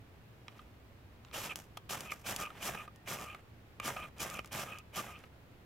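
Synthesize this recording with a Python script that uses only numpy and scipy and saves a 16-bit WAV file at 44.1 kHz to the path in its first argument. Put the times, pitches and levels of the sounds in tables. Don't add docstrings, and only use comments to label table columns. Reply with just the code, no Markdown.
import sys
import numpy as np
from scipy import signal
from scipy.fft import rfft, irfft
from scipy.io import wavfile
from scipy.ndimage import uniform_filter1d, map_coordinates

SR = 44100
rng = np.random.default_rng(int(sys.argv[2]) if len(sys.argv) > 2 else 0)


def store_wav(level_fs):
    pcm = np.round(np.clip(np.atleast_2d(level_fs), -1, 1) * 32767)
    wavfile.write(sys.argv[1], SR, pcm.T.astype(np.int16))


N = 249165
TIME = np.arange(N) / SR
FREQS = np.fft.rfftfreq(N, 1 / SR)

# start_s, attack_s, hold_s, length_s,
# edge_hiss_db, rod_and_board_shudder_db, ring_as_edge_leaves_db, coarse_rasp_db
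PUSH_ROWS = [ (1.318, 0.022, 0.121, 0.225, -46, -49, -72.5, -49.5),
             (1.888, 0.0054, 0.039, 0.31, -41, -47, -51.5, -47),
             (2.234, 0.036, 0.0453, 0.303, -42.5, -46, -61, -48),
             (2.595, 0.0389, 0.045, 0.27, -41, -45, -46.5, -52),
             (3.049, 0.039, 0.054, 0.37, -44, -48, -54.5, -51),
             (3.805, 0.055, 0.02, 0.29, -40.5, -44, -45, -49),
             (4.182, 0.023, 0.028, 0.227, -41, -45, -55, -51),
             (4.504, 0.022, 0.096, 0.28, -45, -46.5, -52, -51),
             (4.919, 0.046, 0.025, 0.21, -43, -47.5, -42, -48)]
# pitch_hz, width_hz, relative_level_db
BLADE_MODES = [(2330, 300, 10), (2544, 176, 16.5), (3030, 205, 8.5)]
# pitch_hz, width_hz, relative_level_db
ROD_MODES = [(710, 170, -14), (1222, 65, 0), (1620, 140, -18)]
# frequency_hz, relative_level_db
EDGE_SPECTRUM = [(700, -6), (2800, 8), (4400, 3), (5200, 8), (6700, 6.5), (7500, 3), (8300, 4),
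                 (9600, -3.5), (12200, 8), (13700, -3), (16000, -8.5)]
# frequency_hz, relative_level_db
BOARD_SPECTRUM = [(40, -18.5), (125, 6.5), (195, 4.5), (280, -2.5), (430, 0.5), (760, 3.5), (1020, -2),
                  (1200, 1.5), (1450, -0.5), (1950, -1.5), (2550, -2), (3500, -7.5), (6000, -26)]


def amp(db):
    return 10 ** (np.asarray(db) / 20)


def unit(x):
    return x / np.sqrt(np.mean(x ** 2) + 1e-20)


def read(points, hz=FREQS):
    f, value = np.transpose(points)
    return np.interp(np.log(hz + 1), np.log(f + 1), value)


def wander(hz):
    return unit(irfft(rfft(rng.standard_normal(N)) * np.exp(-(FREQS / hz) ** 2), N))


def colour(points):
    log_gain = np.log(amp(read(points, abs(np.fft.fftfreq(N, 1 / SR)))))
    return np.exp(np.conj(signal.hilbert(log_gain)))[:len(FREQS)]


def modes(table, damping=1):
    response = 0
    for k, (hz, width_hz, db) in enumerate(table):
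        detuning = (hz ** 2 - FREQS ** 2) / (1j * (FREQS + 1) * width_hz * damping)
        response = response + (-1) ** k * amp(db) / (1 + detuning)
    return response


def pair(drive, response, likeness):
    a, b = rfft(drive) * response / np.sqrt(np.mean(abs(response) ** 2))
    same = np.clip(read(likeness), 0, 1)
    return np.array([a, same * a + np.sqrt(1 - same ** 2) * b])


def radiate(drive, response):
    # frequency_hz, likeness
    port_likeness = [(200, .975), (1600, .96), (5000, .75), (15000, .55)]
    # frequency_hz, left_minus_right_db
    port_lean = [(150, 0), (600, -2.5), (1200, -1.5), (3000, -2.5), (5300, 1.5), (6800, -2), (8300, 4.5),
                 (10000, -0.5), (12200, 5.5), (14500, -4)]
    # frequency_hz, lead_rad
    port_lead = [(2500, 0), (4050, .78), (6370, -.97), (7920, .73), (13200, -2), (16000, -.9)]
    lean = amp(read(port_lean) / 2) * np.exp(.5j * read(port_lead))
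    return irfft(pair(drive, response, port_likeness) * np.array([lean, 1 / lean]), N)


def grit(per_s, spread_db, judder_db, judder_hz):
    sizes = amp(spread_db * np.minimum(rng.exponential(1, N), 4))
    sizes = sizes * (rng.random(N) < per_s / SR)
    bunches = amp(judder_db * np.clip(wander(judder_hz), -2, 2))
    return unit(sizes * bunches * rng.choice([-1., 1.], (2, N)))


def gate(t, length_s, rise_s):
    lift_off_s = 0.0069
    return np.clip(t / rise_s, 0, 1) * np.clip((length_s - t) / lift_off_s, 0, 1)


def push_level(order, lag_s=0, depth=1):
    touch_db, eased_db, release_s, trail_db_per_s = -37, -10, 0.029, 116
    gain = np.zeros(N)
    for row in PUSH_ROWS:
        start_s, attack_s, hold_s, length_s = row[:4]
        t = TIME - start_s
        after_s = np.maximum(t - attack_s - hold_s - lag_s, 0)
        swell_db = touch_db * np.clip(1 - t / (attack_s + lag_s), 0, 1) ** 1.26
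        ease_db = eased_db * np.minimum(after_s / release_s, 1)
        ease_db -= trail_db_per_s * np.maximum(after_s - release_s, 0)
        gain += amp(row[order] + depth * (swell_db + ease_db)) * gate(t, length_s, rise_s=0.013)
    return gain


def bite_level():
    bite_db, fade_s = -4.5, 0.0043
    gain = np.zeros(N)
    for start_s, attack_s, _, _, hiss_db, *_ in PUSH_ROWS:
        t = TIME - start_s
        rise = np.clip(t / attack_s, 0, 1)
        gain += amp(hiss_db + bite_db) * rise * np.exp(-np.maximum(t - attack_s, 0) / fade_s)
    return gain


def pushes():
    fractures = grit(per_s=14000, spread_db=1.0, judder_db=1.8, judder_hz=246)
    catches = amp(2.1 * np.clip(wander(82), -2, 2))
    hiss = radiate(fractures * push_level(order=4), colour(EDGE_SPECTRUM))
    bite = radiate(fractures * bite_level(), modes(BLADE_MODES) + amp(15) * modes(ROD_MODES))
    shake = push_level(order=5, lag_s=0.013, depth=0.58)
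    shudder = radiate(fractures * catches * shake, colour(BOARD_SPECTRUM))
    chips = grit(per_s=2000, spread_db=1.5, judder_db=3.2, judder_hz=220)
    grip_damping = 8
    gripped_steel = modes(BLADE_MODES, grip_damping) + amp(14) * modes(ROD_MODES, grip_damping)
    rasp = radiate(chips * push_level(order=7), gripped_steel)
    return amp(-0.1) * hiss + bite + amp(2.5) * shudder + rasp


def slide_levels():
    # start_s, length_s, rod_ring_db, squeak_peak_after_s, squeak_db
    slide_rows = [ (1.488, 0.0454, -52, 0.033, -47), (2.049, 0.068, -59, 0.06, -51.5),
                  (2.383, 0.099, -44.5, 0.065, -50), (2.739, 0.092, -50, 0.054, -52.5),
                  (3.184, 0.16, -49.5, 0.12, -54.5), (3.812, 0.032, -54, 0.028, -52),
                  (3.957, 0.109, -49, 0.063, -52.5), (4.307, 0.099, -48.5, 0.067, -50.5),
                  (4.664, 0.15, -52.5, 0.059, -53.5), (5.067, 0.12, -55, 0.07, -58)]
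    catch_s, ring_fade_db_per_s = 0.0087, 53
    squeak_width_s, scratch_db = 0.028, -10.5
    squeak, ring = np.zeros((2, N))
    for start_s, length_s, ring_db, peak_after_s, squeak_db in slide_rows:
        t = np.maximum(TIME - start_s, 0)
        contact = gate(t, length_s, catch_s)
        swell = 1 / (1 + ((t - peak_after_s) / squeak_width_s) ** 2)
        squeak += contact * amp(squeak_db + scratch_db * (1 - swell))
        ring += contact * amp(ring_db - ring_fade_db_per_s * t)
    return squeak, ring


def spring_level():
    spring_s = 0.016
    gain = np.zeros(N)
    for start_s, attack_s, hold_s, _, _, _, ring_db, _ in PUSH_ROWS:
        offset = (TIME - start_s - attack_s - hold_s) / spring_s
        gain += amp(ring_db) * np.exp(-np.minimum(offset ** 2 / 2, 20))
    return gain


def bend(x, speed):
    position = [np.cumsum(speed)]
    return np.array([map_coordinates(side, position, order=3, mode="mirror") for side in x])


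def slides():
    squeak_gain, slide_gain = slide_levels()
    spring_gain = spring_level()
    ring_gain = slide_gain + spring_gain
    chatter = grit(per_s=4500, spread_db=1.0, judder_db=3.5, judder_hz=143)
    squeak = squeak_gain * bend(radiate(chatter, modes(BLADE_MODES)), 1 + 0.028 * wander(218.7))
    ring = radiate(chatter * ring_gain, modes(ROD_MODES))
    sing_hz, spring_flat_hz, waver_hz, beads_per_s = 1244, 45, 36, 62
    spring_share = spring_gain / (ring_gain + 1e-9)
    pitch_hz = sing_hz - spring_flat_hz * spring_share + waver_hz * wander(110)
    phase = 2 * np.pi * np.cumsum(pitch_hz) / SR
    bead_rate = beads_per_s * (1 + .5 * wander(50))
    beads = abs(np.sin(np.pi * np.cumsum(bead_rate) / SR))
    note = np.sin(phase) * (.55 + beads) * amp(2 * np.clip(wander(200), -3, 1.3))
    octave = .8 * np.sin(2 * phase) * amp(3.5 * np.clip(wander(120), -3, 1.3))
    return amp(3.5) * squeak + amp(-4.0) * ring + note * ring_gain + octave * squeak_gain


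def add(mix, s, sound):
    part = mix[:, round(s * SR):][:, :sound.shape[1]]
    part += sound[:, :part.shape[1]]


def contact_force(contact_s):
    u = TIME[:SR // 10] / max(contact_s, 1e-4)
    force = u ** 2 * np.exp(-3.8 * u)
    return force / np.linalg.norm(force)


def ringing(table, pitch_hz, force, damping):
    t = TIME[:len(force)]
    waver_share = .045
    waver = unit(uniform_filter1d(rng.standard_normal(len(t)), size=60))
    turns = np.cumsum(pitch_hz / table[1][0] * (1 + waver_share * waver)) / SR
    swells = []
    for _, width_hz, db in table:
        decay = np.exp(-np.pi * width_hz * damping * t)
        swells.append(amp(db) * unit(signal.fftconvolve(force, decay)[:len(t)]))
    ring = 0
    for swell, mode in zip(swells, table):
        ring = ring + swell * np.sin(2 * np.pi * (mode[0] * turns + rng.random((2, 1))))
    return ring / np.linalg.norm(swells, axis=0).max()


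def knocks_and_bite():
    # start_s, blade_db, rod_db, click_db, board_db, contact_s, blade_pitch_hz
    contact_rows = [ (0.59, -57, -50.5, -62, -33, 0.0068, 3120), (1.336, -43.5, -48, -32, -18, 0.02, 3100),
                    (1.7698, -48, -42.5, -25, -26, 0.0057, 3120),
                    (2.1182, -33, -34, -23.5, -20, 0.0043, 2420),
                    (2.502, -53, -44, -42, -28.5, 0.0049, 2380),
                    (2.745, -49, -37.5, -45, -16, 0.0087, 2500), (2.876, -55, -43, -47, -29, 0.0058, 2440),
                    (3.072, -55, -52.5, -33, -19, 0.0072, 2430),
                    (3.346, -48, -42.5, -37, -24.5, 0.0042, 2247),
                    (3.7986, -32, -38.5, -25.5, -18.5, 0.0033, 2490),
                    (3.962, -39, -39, -40, -17.5, 0.0099, 2582),
                    (4.391, -33.5, -37.5, -27, -19.5, 0.0024, 2480),
                    (4.445, -62, -57, -34, -26, 0.0031, 2500),
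                    (5.236, -53, -52.5, -56, -27.5, 0.0056, 2250)]
    rod_hz, damping = 1250, 2.5
    rings, on_edge, on_board = np.zeros((3, 2, N))
    for s, blade_db, rod_db, click_db, board_db, contact_s, blade_hz in contact_rows:
        force = contact_force(contact_s)
        add(rings, s, amp(blade_db) * ringing(BLADE_MODES, blade_hz, force, damping))
        add(rings, s, amp(rod_db) * ringing(ROD_MODES, rod_hz, force, damping))
        add(on_edge, s, amp(click_db) * force * rng.choice([-1., 1.], (2, len(force))))
        add(on_board, s, amp(board_db) * force * rng.choice([-1., 1.], (2, len(force))))
    clicks = radiate(on_edge, colour(EDGE_SPECTRUM))
    thuds = radiate(on_board, colour(BOARD_SPECTRUM))
    return radiate(rings, 1) + clicks + thuds


def taps():
    # start_s, level_db, pitch_hz
    tap_rows = [(0.482, -32.5, 1194), (1.249, -45, 1490), (1.285, -52, 1400), (1.313, -43, 1280),
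                (1.773, -36, 1320), (2.547, -49, 1010), (2.5805, -58, 1150)]
    # pitch_hz, width_hz, relative_level_db
    tip_modes = [(900, 240, 2), (1217, 140, 2.5), (2340, 620, 6), (3130, 160, 4), (3810, 220, -3),
                 (4600, 900, -9), (5400, 620, -2)]
    clicks = np.zeros((2, N))
    for s, db, pitch_hz in tap_rows:
        force = contact_force(contact_s=0.00009)
        add(clicks, s, amp(db) * ringing(tip_modes, pitch_hz, force, damping=0.72))
    return radiate(clicks, 1)


def sparks_and_ticks():
    # start_s, snap_db, sputter_db
    tick_rows = [(1.558, -19, -21.5), (2.007, -42, -22), (2.3627, -35, -16), (2.4244, -49, -25),
                 (2.96, -44, -42), (3.2455, -47, -40), (3.948, -41, -40), (4.183, -46, -35),
                 (4.3, -39, -24), (4.4588, -44, -34), (4.475, -40, -43), (4.786, -38, -30),
                 (5.19, -54, -42.5)]
    # frequency_hz, relative_level_db
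    spark_spectrum = [(200, 0), (5000, 1), (12000, 1), (16000, -7.5)]
    snaps, sputters = np.zeros((2, N))
    for s, snap_db, sputter_db in tick_rows:
        snaps[int(s * SR)] = amp(snap_db)
        sputters[int(s * SR)] = amp(sputter_db)
    t = TIME[:2000]
    fade = .13 * np.exp(-t / .0012) + .028 * np.exp(-t / .008)
    sputter = fade * rng.standard_normal((2, len(t)))
    crackles_per_s = 70
    crackle = rng.exponential(0.28, N) * (rng.random(N) < crackles_per_s / SR)
    crackle = amp(-8) * push_level(order=4) ** 0.69 * crackle
    force = signal.fftconvolve((sputters + crackle)[None], sputter, axes=1)[:, :N]
    force[0] += snaps + crackle
    return amp(3.5) * radiate(force, colour(spark_spectrum))


def fizz_level():
    # start_s, rise_and_hold_s, level_db
    fizz_rows = [(1.556, 0.047, -55.5), (1.996, 0.01, -63), (2.034, 0.015, -60), (2.103, 0.024, -50.5),
                 (2.185, 0.028, -69.5), (2.376, 0.03, -45.5), (3.185, 0.052, -53), (4.309, 0.048, -53),
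                 (5.086, 0.011, -55.5)]
    rise_s, fade_db_per_s = .012, 304
    gain = np.zeros(N)
    for start_s, hold_s, db in fizz_rows:
        t = TIME - start_s
        gain += np.clip(t / rise_s, 0, 1) * amp(db - fade_db_per_s * np.maximum(t - hold_s, 0))
    return gain


def fizzes():
    drive = fizz_level() * grit(per_s=9000, spread_db=0.0, judder_db=4.0, judder_hz=156)
    fizz = radiate(drive, colour(EDGE_SPECTRUM))
    puff = radiate(drive, colour(BOARD_SPECTRUM))
    return fizz + puff


def rubs():
    # start_s, end_s, level_db
    rub_rows = [(0.447, 0.687, -64.5), (1.23, 1.34, -69.5), (2.525, 2.655, -53.5), (4.162, 4.195, -56),
                (4.422, 4.5, -60), (5.116, 5.286, -62)]
    touch = np.zeros(N)
    for start_s, end_s, db in rub_rows:
        middle_s = (start_s + end_s) / 2
        touch += amp(db) * np.interp(TIME, [start_s, middle_s, end_s], [0, 1, 0]) ** .5
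    soft_grit = grit(per_s=4000, spread_db=1.0, judder_db=3.5, judder_hz=60)
    sparse_grit = grit(per_s=700, spread_db=1.2, judder_db=2.5, judder_hz=60)
    rustle = radiate(touch * soft_grit, colour(BOARD_SPECTRUM))
    ticks = radiate(touch * sparse_grit, colour(EDGE_SPECTRUM))
    return rustle + amp(-9.5) * ticks


def ground():
    # frequency_hz, relative_level_db
    soil_spectrum = [(25, -5), (60, 18), (130, -17), (500, -75)]
    weight = uniform_filter1d(push_level(order=5, depth=0.41), size=SR // 3)
    return amp(-12) * radiate(weight * rng.standard_normal((2, N)), colour(soil_spectrum))


def surroundings(x):
    t = TIME[:SR // 2]
    scatter = rng.standard_normal((2, len(t))) * (t > .003)
    fade = amp(-60 * t / .055) + amp(-24) * amp(-60 * t / .55)
    tail = signal.lfilter([1], [1, -.6], scatter * fade)
    return signal.fftconvolve(x, tail / np.linalg.norm(tail[0]), axes=1)[:, :N]


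def far_call():
    swell = np.interp(TIME, [2.92, 2.96, 3.01, 3.05], [0, 1, 0.97, 0])
    pitch_hz = 1850 + 45 * wander(200)
    return amp(-70) * swell * np.sin(2 * np.pi * np.cumsum(pitch_hz) / SR)


def woods():
    # frequency_hz, relative_density_db_per_hz
    air_spectrum = [(20, -13), (40, -21), (55, -6.5), (92, -5.5), (112, -3), (150, -12.5), (500, -19.5),
                    (900, -24), (2500, -29), (6000, -42), (9000, -46), (16000, -44)]
    # frequency_hz, likeness
    air_likeness = [(60, 1), (380, 0.72), (1500, 0)]
    air = irfft(pair(rng.standard_normal((2, N)), amp(read(air_spectrum)), air_likeness), N)
    air *= amp(-57 + 0.19 * wander(29))
    whine_hz = 14250 + 35 * wander(120)
    whine = amp(-81) * np.sin(2 * np.pi * np.cumsum(whine_hz) / SR)
    return air * amp([[-.4], [.4]]) + whine * np.array([[1], [.2]])


def scene():
    strokes = pushes() + slides() + knocks_and_bite() + taps()
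    work = strokes + sparks_and_ticks() + fizzes() + rubs() + ground()
    return work + amp(-16.0) * surroundings(work) + far_call() + woods()


def record(dry):
    edge_hz = 15900
    lowpass = signal.firwin(511, edge_hz, window=("kaiser", 9), fs=SR)
    return signal.oaconvolve(dry, lowpass[None], "same")


dry = scene()
out = record(dry)
store_wav(out)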